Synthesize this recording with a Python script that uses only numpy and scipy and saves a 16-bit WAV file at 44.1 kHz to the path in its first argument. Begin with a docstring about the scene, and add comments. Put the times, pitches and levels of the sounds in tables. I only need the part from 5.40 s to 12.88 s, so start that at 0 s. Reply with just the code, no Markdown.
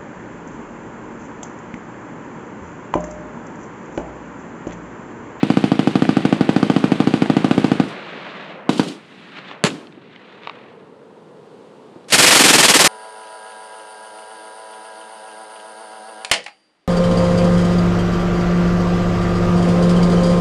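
"""A desert range: a submachine gun fires a long burst and a two-round tap, then comes one sharper shot.
Each muzzle blast is a pressure wave with a jet of turbulent gas. It overloads the microphone, reflects
off the firing shelter and returns from the brushy slope and the hills; the valley rolls on.
At the end a faster gun opens up close by with a harsh, tearing burst."""
import sys
import numpy as np
from scipy import signal
from scipy.fft import rfft, irfft
from scipy.io import wavfile

SR = 44100
rng = np.random.default_rng(int(sys.argv[2]) if len(sys.argv) > 2 else 0)


def write(x):
    x = np.atleast_2d(x).T
    wavfile.write(sys.argv[1], SR, np.round(np.clip(x, -1, 1) * 32767).astype(np.int16))


N = 329735
TIME = np.arange(N) / SR

# Rounds of the submachine gun. Each row: start in seconds, relative treble in dB.
ROUNDS = [(0.031, 1), (.102, -1.5), (0.1713, 2), (.24, 1), (.318, -2.5), (0.3925, 2), (0.4733, 2),
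          (0.5553, 1.5), (0.6216, 0.5), (.691, -1), (.769, .5), (0.8519, 2), (0.9265, -1), (1.0092, 0),
          (1.0916, 2.5), (1.163, 0), (1.229, 1.5), (1.2997, 2.5), (1.3636, 1), (1.4408, .5), (1.5191, 2),
          (1.6025, 1), (1.6726, 1), (1.7388, 1.5), (1.8209, 1.5), (1.8994, -0.5), (1.9673, 1.5), (2.045, 1),
          (2.1112, 3.5), (2.1789, 1), (2.244, 2), (2.3167, -1.5), (2.3994, 0.5), (3.2925, 11.5),
          (3.3955, 10)]
# Spectra of the gas spray, its bright fizz, the slope's echo and the duller echo of the hills.
# Each row, as in every spectrum here: frequency in Hz, relative spectral density in dB.
SPRAY_SPECTRUM = [(100, -84), (250, -15), (500, 8.5), (1000, 4), (1800, -3.5), (2800, -2.5), (4000, -8.5),
                  (5500, -22.5), (9000, -24), (15000, -61)]
FIZZ_SPECTRUM = [(1000, -20), (3000, 9), (4700, 5.5), (5500, 1), (8500, -3), (10500, -9.5), (12500, -18),
                 (15000, -28)]
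SLOPE_SPECTRUM = [(250, 0), (600, -7), (1100, -2.5), (1800, 0), (2800, -2), (4000, -8), (5300, -23.5),
                  (7500, -31.5), (11000, -59)]
HILL_SPECTRUM = [(250, -23), (420, -6), (560, 1.5), (780, -3), (1150, -3), (1800, -7.5), (2800, -13.5),
                 (4500, -41)]
HILL_ECHO = dict(db=-44, delay_s=.91, build_s=2.2, t60=1.37)  # an arrival: see envelope()


def from_db(db):
    """Amplitude grows tenfold for every 20 dB."""
    return 10 ** (np.asarray(db) / 20)


def cut(x, hz, kind, order=2):
    """A Butterworth filter falls 6 dB per octave and order beyond its corner."""
    return signal.sosfilt(signal.butter(order, min(hz, .45 * SR), kind, fs=SR, output="sos"), x + 1e-18)


def noise(spectrum):
    """Spectral shaping colours white noise; the result has rms 1."""
    hz, db = np.transpose(spectrum)
    log_f = np.log(np.maximum(np.arange(N // 2 + 1) * SR / N, 1))
    beyond = np.maximum(np.log(hz[0]) - log_f, 0) + np.maximum(log_f - np.log(hz[-1]), 0)
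    gain = from_db(np.interp(log_f, np.log(hz), db) - 20 * beyond)
    x = irfft(rfft(rng.standard_normal(N)) * gain, N)
    return x / np.std(x)


def flicker(depth_db, per_s):
    """Random amplitude modulation: a gain that wanders."""
    steps = rng.standard_normal(N // 20)
    return from_db(depth_db * np.interp(TIME * per_s, np.arange(len(steps)), steps))


def add(out, start_s, sound):
    """Superposition: a short sound adds to what is already there."""
    i = int(np.clip(round(start_s * SR), 0, N - 1))
    out[i:i + len(sound)] += sound[:N - i]


def clicks(times, gains):
    """An impulse train, one impulse for each event."""
    out = np.zeros(N)
    out[np.clip(np.round(np.asarray(times) * SR).astype(int), 0, N - 1)] = gains
    return out


def convolve(x, impulse_response):
    """A linear system repeats its response at every impulse of x."""
    return signal.fftconvolve(x, impulse_response)[:N]


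def envelope(db, t60, delay_s=0, build_s=.01, hold_s=0):
    """An arrival grows exponentially until delay_s, holds, decays; build_s and t60 each span 60 dB."""
    t = TIME[:3 * SR]
    early, late = np.maximum(delay_s - t, 0), np.maximum(t - delay_s - hold_s, 0)
    return from_db(db - 60 * early / build_s - 60 * late / t60)


def response(arrivals, onset_s=.00019):
    """The incoherent arrivals of one event add in power."""
    gain = np.sqrt(sum(envelope(**arrival) ** 2 for arrival in arrivals))
    return gain * np.minimum(TIME[:len(gain)] / onset_s, 1)


def swell(times, db, arrivals):
    """The overlapping tails of several events add in power to one envelope."""
    power = convolve(clicks(times, from_db(db) ** 2), response(arrivals) ** 2)
    return np.sqrt(np.maximum(power, 0))


def scatter(times, db, arrivals, spectrum, coherence):
    """Partial coherence: one share of a tail takes the same paths at every shot; the rest is turbulent."""
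    shape = response(arrivals)
    repeated = convolve(clicks(times, from_db(db)), shape * noise(spectrum)[:len(shape)])
    turbulent = swell(times, db, arrivals) * noise(spectrum)
    return np.sqrt(coherence) * repeated + np.sqrt(1 - coherence) * turbulent


def ringing(modes):
    """A struck body vibrates as a sum of damped normal modes."""
    t = TIME[:SR // 10]
    return sum(from_db(db - 60 * t / t60) * np.sin(2 * np.pi * hz * t) for hz, db, t60 in modes)


def pressure_pulse(delay_s, length_s, rise_s):
    """A Friedlander blast wave: overpressure, then a longer suction."""
    t = np.maximum(TIME[:SR // 10] - delay_s, 0)
    return (1 - t / length_s) * np.exp(-t / length_s) * (1 - np.exp(-t / rise_s))


def blast(size=1, ring_hz=239, q=1.64, low_cut_hz=95, top_hz=7000):
    """A muzzle wave and its prompt reflection excite the resonance of the microphone's bass cut."""
    muzzle = 8 * pressure_pulse(0, .0023 * size, .0017 * size)
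    reflection = 12 * pressure_pulse(.00158 * size, .00052, .0041)
    omega = 2 * np.pi * ring_hz
    bass_cut = signal.bilinear([1, 0, 0], [1, omega / q, omega ** 2], SR)
    wave = signal.lfilter(*bass_cut, muzzle + reflection)
    return cut(cut(wave, low_cut_hz / size, "high"), top_hz, "low")


def growing(db, full_s, db_per_s, range_db=16):
    """Exponential growth from a quiet floor to a steady level."""
    return from_db(db - np.clip((full_s - TIME) * db_per_s, 0, range_db))


def valley():
    """Ambient noise: a steady rumble, with a hollow roll and air hiss that rise as the firing pauses."""
    # Spectra of the three. Each row: frequency in Hz, density in dB.
    rumble_spectrum = [(30, -23), (60, -46), (100, -8.5), (170, 0.5), (250, 0), (400, -18), (800, -31)]
    roll_spectrum = [(200, -12.5), (330, -5), (450, 2.5), (650, -11), (950, -10.5), (1500, -20.5),
                     (2500, -37), (5000, -65)]
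    air_spectrum = [(800, -0.5), (3000, 1.5), (4500, -3), (5500, -9.5), (9000, -11.5), (12000, -24),
                    (15000, -32)]
    roll = growing(-44.5, full_s=5.24, db_per_s=13) * noise(roll_spectrum)
    air = growing(-59.5, full_s=6.15, db_per_s=8) * noise(air_spectrum)
    return from_db(-51) * noise(rumble_spectrum) + roll + air


def downrange():
    """Distant transients: knocks ring in damped modes; rushes and thuds are bursts of noise."""
    # Rushes, as of thrown dirt. Each row: start in seconds, length in seconds, level in dB.
    rushes = [(3.958, 0.039, -39), (4.071, 0.07, -42.5), (5.03, 0.068, -45.5)]
    # Hard knocks. Each row: start in seconds, level in dB, low cut in Hz, pitch ratio.
    knocks = [(.6522, -11, 354, 0.64), (1.86, -15, 350, .75), (4.1137, -22, 463, 0.91),
              (4.3033, -17, 2200, 1.16), (4.471, -26, 3241, 1.15), (4.525, -30, 2800, .97),
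              (4.7618, -23.5, 2037, 0.79), (5.0345, -25, 2000, .95), (5.051, -27, 1800, .89),
              (5.0731, -14.5, 540, 1.0), (5.0963, -15.5, 1000, 1.0), (6.644, -36, 4000, 1.5)]
    # Modes of a knock. Each row: frequency in Hz at pitch ratio 1, level in dB, t60 in seconds.
    knock_modes = [(940, -12, 0.03), (1130, -1, 0.013), (2320, -7, 0.0082), (2670, -5.5, 0.0066),
                   (3700, -11.5, 0.014)]
    # Dull far thuds. Each row: start in seconds, relative level in dB.
    thuds = [(4.57, -36.5), (6.555, -34.5)]
    rush = sum(from_db(db) * np.exp(-(2 * (TIME - s) / length - 1) ** 4) for s, length, db in rushes)
    out = rush * noise(SLOPE_SPECTRUM) * flicker(depth_db=4.5, per_s=250)
    for start_s, db, low_cut_hz, pitch in knocks:
        knock = ringing([(hz * pitch, mode_db, t60) for hz, mode_db, t60 in knock_modes])
        knock = cut(knock, 4500, "low", order=4)  # distance takes the top off
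        add(out, start_s, from_db(db) * cut(knock, low_cut_hz, "high"))
    thud = dict(db=-1, delay_s=.0056, build_s=.017, hold_s=.005, t60=.08)
    thud_noise = noise([(150, -9), (300, 0), (450, -11), (800, -19)])
    return out + swell(*np.transpose(thuds), [thud]) * thud_noise


def terrain(earlier_db=-37, earlier_s=1.2):
    """Diffuse reflection: the land returns each submachine gun round while earlier fire dies away."""
    # Spectrum of the boom around shelter and valley. Each row: frequency in Hz, density in dB.
    boom_spectrum = [(30, -39), (70, -58), (110, -14), (170, 4.5), (280, -1.5), (420, -0.5), (700, -34),
                     (1500, -52)]
    brush_echo = dict(db=-49, delay_s=.12, build_s=.5, t60=1.4)
    slope_echo = dict(db=-48.5, delay_s=.44, build_s=.81, hold_s=.19, t60=1.3)
    rock_echo = dict(db=-40, delay_s=.696, build_s=.43, t60=.39)
    hollow_echo = dict(db=-45.5, delay_s=.84, build_s=.7, hold_s=.03, t60=.6)
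    bank_echo = dict(db=-37.5, delay_s=.07, build_s=.25, hold_s=.015, t60=.34)
    shelter_boom = dict(db=-28.5, delay_s=.078, build_s=.42, t60=.33)
    valley_boom = dict(db=-51, hold_s=.96, t60=1.4)
    times, treble_db = np.transpose(ROUNDS)
    earlier = from_db(earlier_db) * np.clip(1 - TIME / earlier_s, 0, 1) ** .5
    slope_gain = np.hypot(swell(times, 0, [brush_echo, slope_echo, rock_echo]), earlier)
    slope = slope_gain * noise(SLOPE_SPECTRUM) * flicker(depth_db=1.5, per_s=150)
    hills = swell(times, 0, [HILL_ECHO]) * noise(HILL_SPECTRUM) * flicker(depth_db=1.5, per_s=77)
    hollow = swell(times, -.4 * treble_db, [hollow_echo])
    hollow *= noise([(300, -13), (540, 0), (850, -13), (1500, -22)])
    bark = swell(times, .75 * treble_db, [bank_echo])  # sharper rounds bark louder
    bark *= noise([(170, -16), (250, 0), (340, 0), (520, -18)])
    boom = scatter(times, 0, [shelter_boom, valley_boom], boom_spectrum, coherence=.21)
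    return slope + hills + hollow + bark + boom


def fast_gun(body_db=-15, colour_spread_db=2.5):
    """Flat-topped noise bursts nearly fuse into one roar; three bands vary its timbre at each round."""
    # The rounds. Each entry: start in seconds.
    times = [6.7223, 6.78, 6.822, 6.863, 6.906, 6.947, 6.991, 7.037, 7.08, 7.13, 7.181, 7.228, 7.282, 7.338,
             7.391, 7.441]
    # Spectrum of the roar. Each row: frequency in Hz, density in dB.
    roar_spectrum = [(40, -12), (76, -23), (130, -5.5), (200, -2), (350, -3), (600, -1), (1000, -2.5),
                     (2000, 0.5), (3100, 0), (3900, -2.5), (4800, -1), (5800, -4), (8600, -3.5),
                     (12000, -11.5), (15000, -17)]
    # Two rasps just ahead of the burst. Each row: start in seconds, relative level in dB.
    lead_in = [(6.684, -38.5), (6.702, -26)]
    roar = dict(db=-8, delay_s=.008, build_s=.14, hold_s=.02, t60=.1)
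    wash = dict(db=-22.5, hold_s=.06, t60=.12)
    rasps = swell(*np.transpose(lead_in), [dict(db=-.5, hold_s=.02, t60=.02)]) * noise(roar_spectrum)
    out = scatter(times, 0, [roar, wash], roar_spectrum, coherence=.37)
    for hz in (300, 850, 2200):
        strength_db = body_db + colour_spread_db * rng.standard_normal(len(times))
        body = noise([(hz / 2, -14), (hz, 0), (hz * 2, -14)]) * flicker(depth_db=4, per_s=220)
        out += swell(times, strength_db, [roar, wash]) * body
    return out + cut(rasps, 10400, "low", order=4)


def lone_shot(start_s=4.2393):
    """Saturation: a crack and a thump overload the capsule; ground, slope and hills scatter the shot."""
    # Spectrum of the crack. Each row: frequency in Hz, density in dB.
    crack_spectrum = [(150, -9), (350, 5.5), (700, -5), (1400, -4), (2700, -6), (4400, -10.5),
                      (5600, -20.5), (7200, -11), (8500, -22.5), (10300, -17), (12500, -37), (15000, -54)]
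    # Two near reflections. Each row: level in dB, then delay, build-up and t60 in seconds.
    slaps = [dict(db=-11.5, delay_s=.01, build_s=.02, t60=.04),
             dict(db=-12.5, delay_s=0.026, build_s=.015, t60=.05)]
    shock_front, gas_roar = dict(db=17, t60=.0034), dict(db=-17.5, hold_s=.029, t60=.11)
    near_boom, rumble = dict(db=-27.5, hold_s=.045, t60=.6), dict(db=-47.5, hold_s=.41, t60=1.25)
    brush_echo = dict(db=-50.5, delay_s=.12, build_s=1.1, t60=.76)
    slope_echo = dict(db=-49.5, delay_s=.48, build_s=1.1, hold_s=.45, t60=1.33)
    times = [start_s]
    thump = convolve(clicks(times, from_db(-10)), blast(ring_hz=179, q=2.1, low_cut_hz=114))
    crack = swell(times, 0, [shock_front, gas_roar, *slaps]) * noise(crack_spectrum)
    report = cut(np.tanh(thump + crack), 100, "high", order=4)
    spray = swell(times, 0, [dict(db=-35, t60=.44)]) * noise(SPRAY_SPECTRUM)
    fizz = swell(times, 0, [dict(db=-34, t60=.52)]) * noise(FIZZ_SPECTRUM)
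    boom = swell(times, 0, [near_boom, rumble])
    boom *= noise([(80, -27), (140, -4), (300, 2.5), (420, -4), (700, -24)])
    slope = swell(times, 0, [brush_echo, slope_echo]) * noise(SLOPE_SPECTRUM)
    slope *= flicker(depth_db=2.5, per_s=170)
    hills = swell(times, -1, [HILL_ECHO]) * noise(HILL_SPECTRUM)
    return cut(report, 8500, "low") + spray + fizz + boom + slope + hills


def muzzle_gas(times, treble_db):
    """Jet noise: turbulent gas leaves the muzzle as spray and fizz, which the surroundings scatter."""
    spray_paths = [dict(db=-19, hold_s=.0029, t60=.028),  # jet
                   dict(db=-32.5, t60=.51)]  # ground
    fizz_paths = [dict(db=-39, hold_s=.0045, t60=.053),  # jet
                  dict(db=-50.5, hold_s=.12, t60=.24),  # ground
                  dict(db=-46, delay_s=.041, build_s=.05, t60=.09),  # shelter
                  dict(db=-42, delay_s=.089, build_s=.04, t60=.06),  # bank
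                  dict(db=-75.5, hold_s=.52, t60=1.1)]  # far brush
    spray = scatter(times, .39 * treble_db, spray_paths, SPRAY_SPECTRUM, coherence=.15)
    return spray + scatter(times, treble_db, fizz_paths, FIZZ_SPECTRUM, coherence=.11)


def submachine_gun():
    """Impulsive excitation: each round sends out a blast, a shock front and gas, and rings the steel."""
    # Modes of muzzle crack and steel action. Each row: frequency in Hz, level in dB, t60 in seconds.
    gun_modes = [(467.3, -27, 0.086), (784, -28.5, 0.037), (1196, -19.5, 0.015), (1467, -23, 0.033),
                 (2500, -23, .013), (3040, -24, .012), (4660, -23.5, 0.014)]
    # Reflections off ground, posts and shelter. Each row: delay in seconds, signed gain.
    reflections = [(.0066, 0.19), (.0096, -0.12), (0.0123, -.064), (.0181, -.17), (.026, .085),
                   (.0368, -0.16), (.053, 0.042)]
    times, treble_db = np.transpose(ROUNDS)
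    direct = np.zeros(N)
    for start_s, bright_db in ROUNDS:  # brighter rounds are shorter, weaker pulses
        add(direct, start_s, from_db(-.27 - .18 * bright_db) * blast(size=from_db(-.17 * bright_db)))
    for mode in gun_modes:  # every round strikes each mode a little differently
        strength = from_db(.26 * treble_db + 2.6 * rng.standard_normal(len(times)))
        direct += convolve(clicks(times, strength), cut(ringing([mode]), 4140, "low"))
    shock_front = cut(pressure_pulse(0, .00039, .00005), 500, "high")
    shock_front = cut(shock_front, 8500, "low", order=4)
    direct += convolve(clicks(times, from_db(-19 + .71 * treble_db)), shock_front)
    slaps = convolve(direct, clicks(*np.transpose(reflections))[:SR // 8])
    return direct + slaps + muzzle_gas(times, treble_db)


def scene():
    """Guns and landscape superpose at one microphone."""
    return (submachine_gun() + lone_shot() + fast_gun() + terrain() + downrange() + valley())[None]


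def record(dry, overload=1.17, ceiling=.94, stopband_hz=16000):
    """Soft clipping and band limiting: the input stage rounds peaks and sheds deep bass and top treble."""
    x = cut(overload * np.tanh(dry / overload), 50, "high", order=1)
    x = cut(x, 12000, "low", order=4)
    x = x / (1 + (x / ceiling) ** 16) ** (1 / 16)
    return signal.sosfilt(signal.cheby2(14, 70, stopband_hz, fs=SR, output="sos"), x)


dry = scene()
out = record(dry)
write(out)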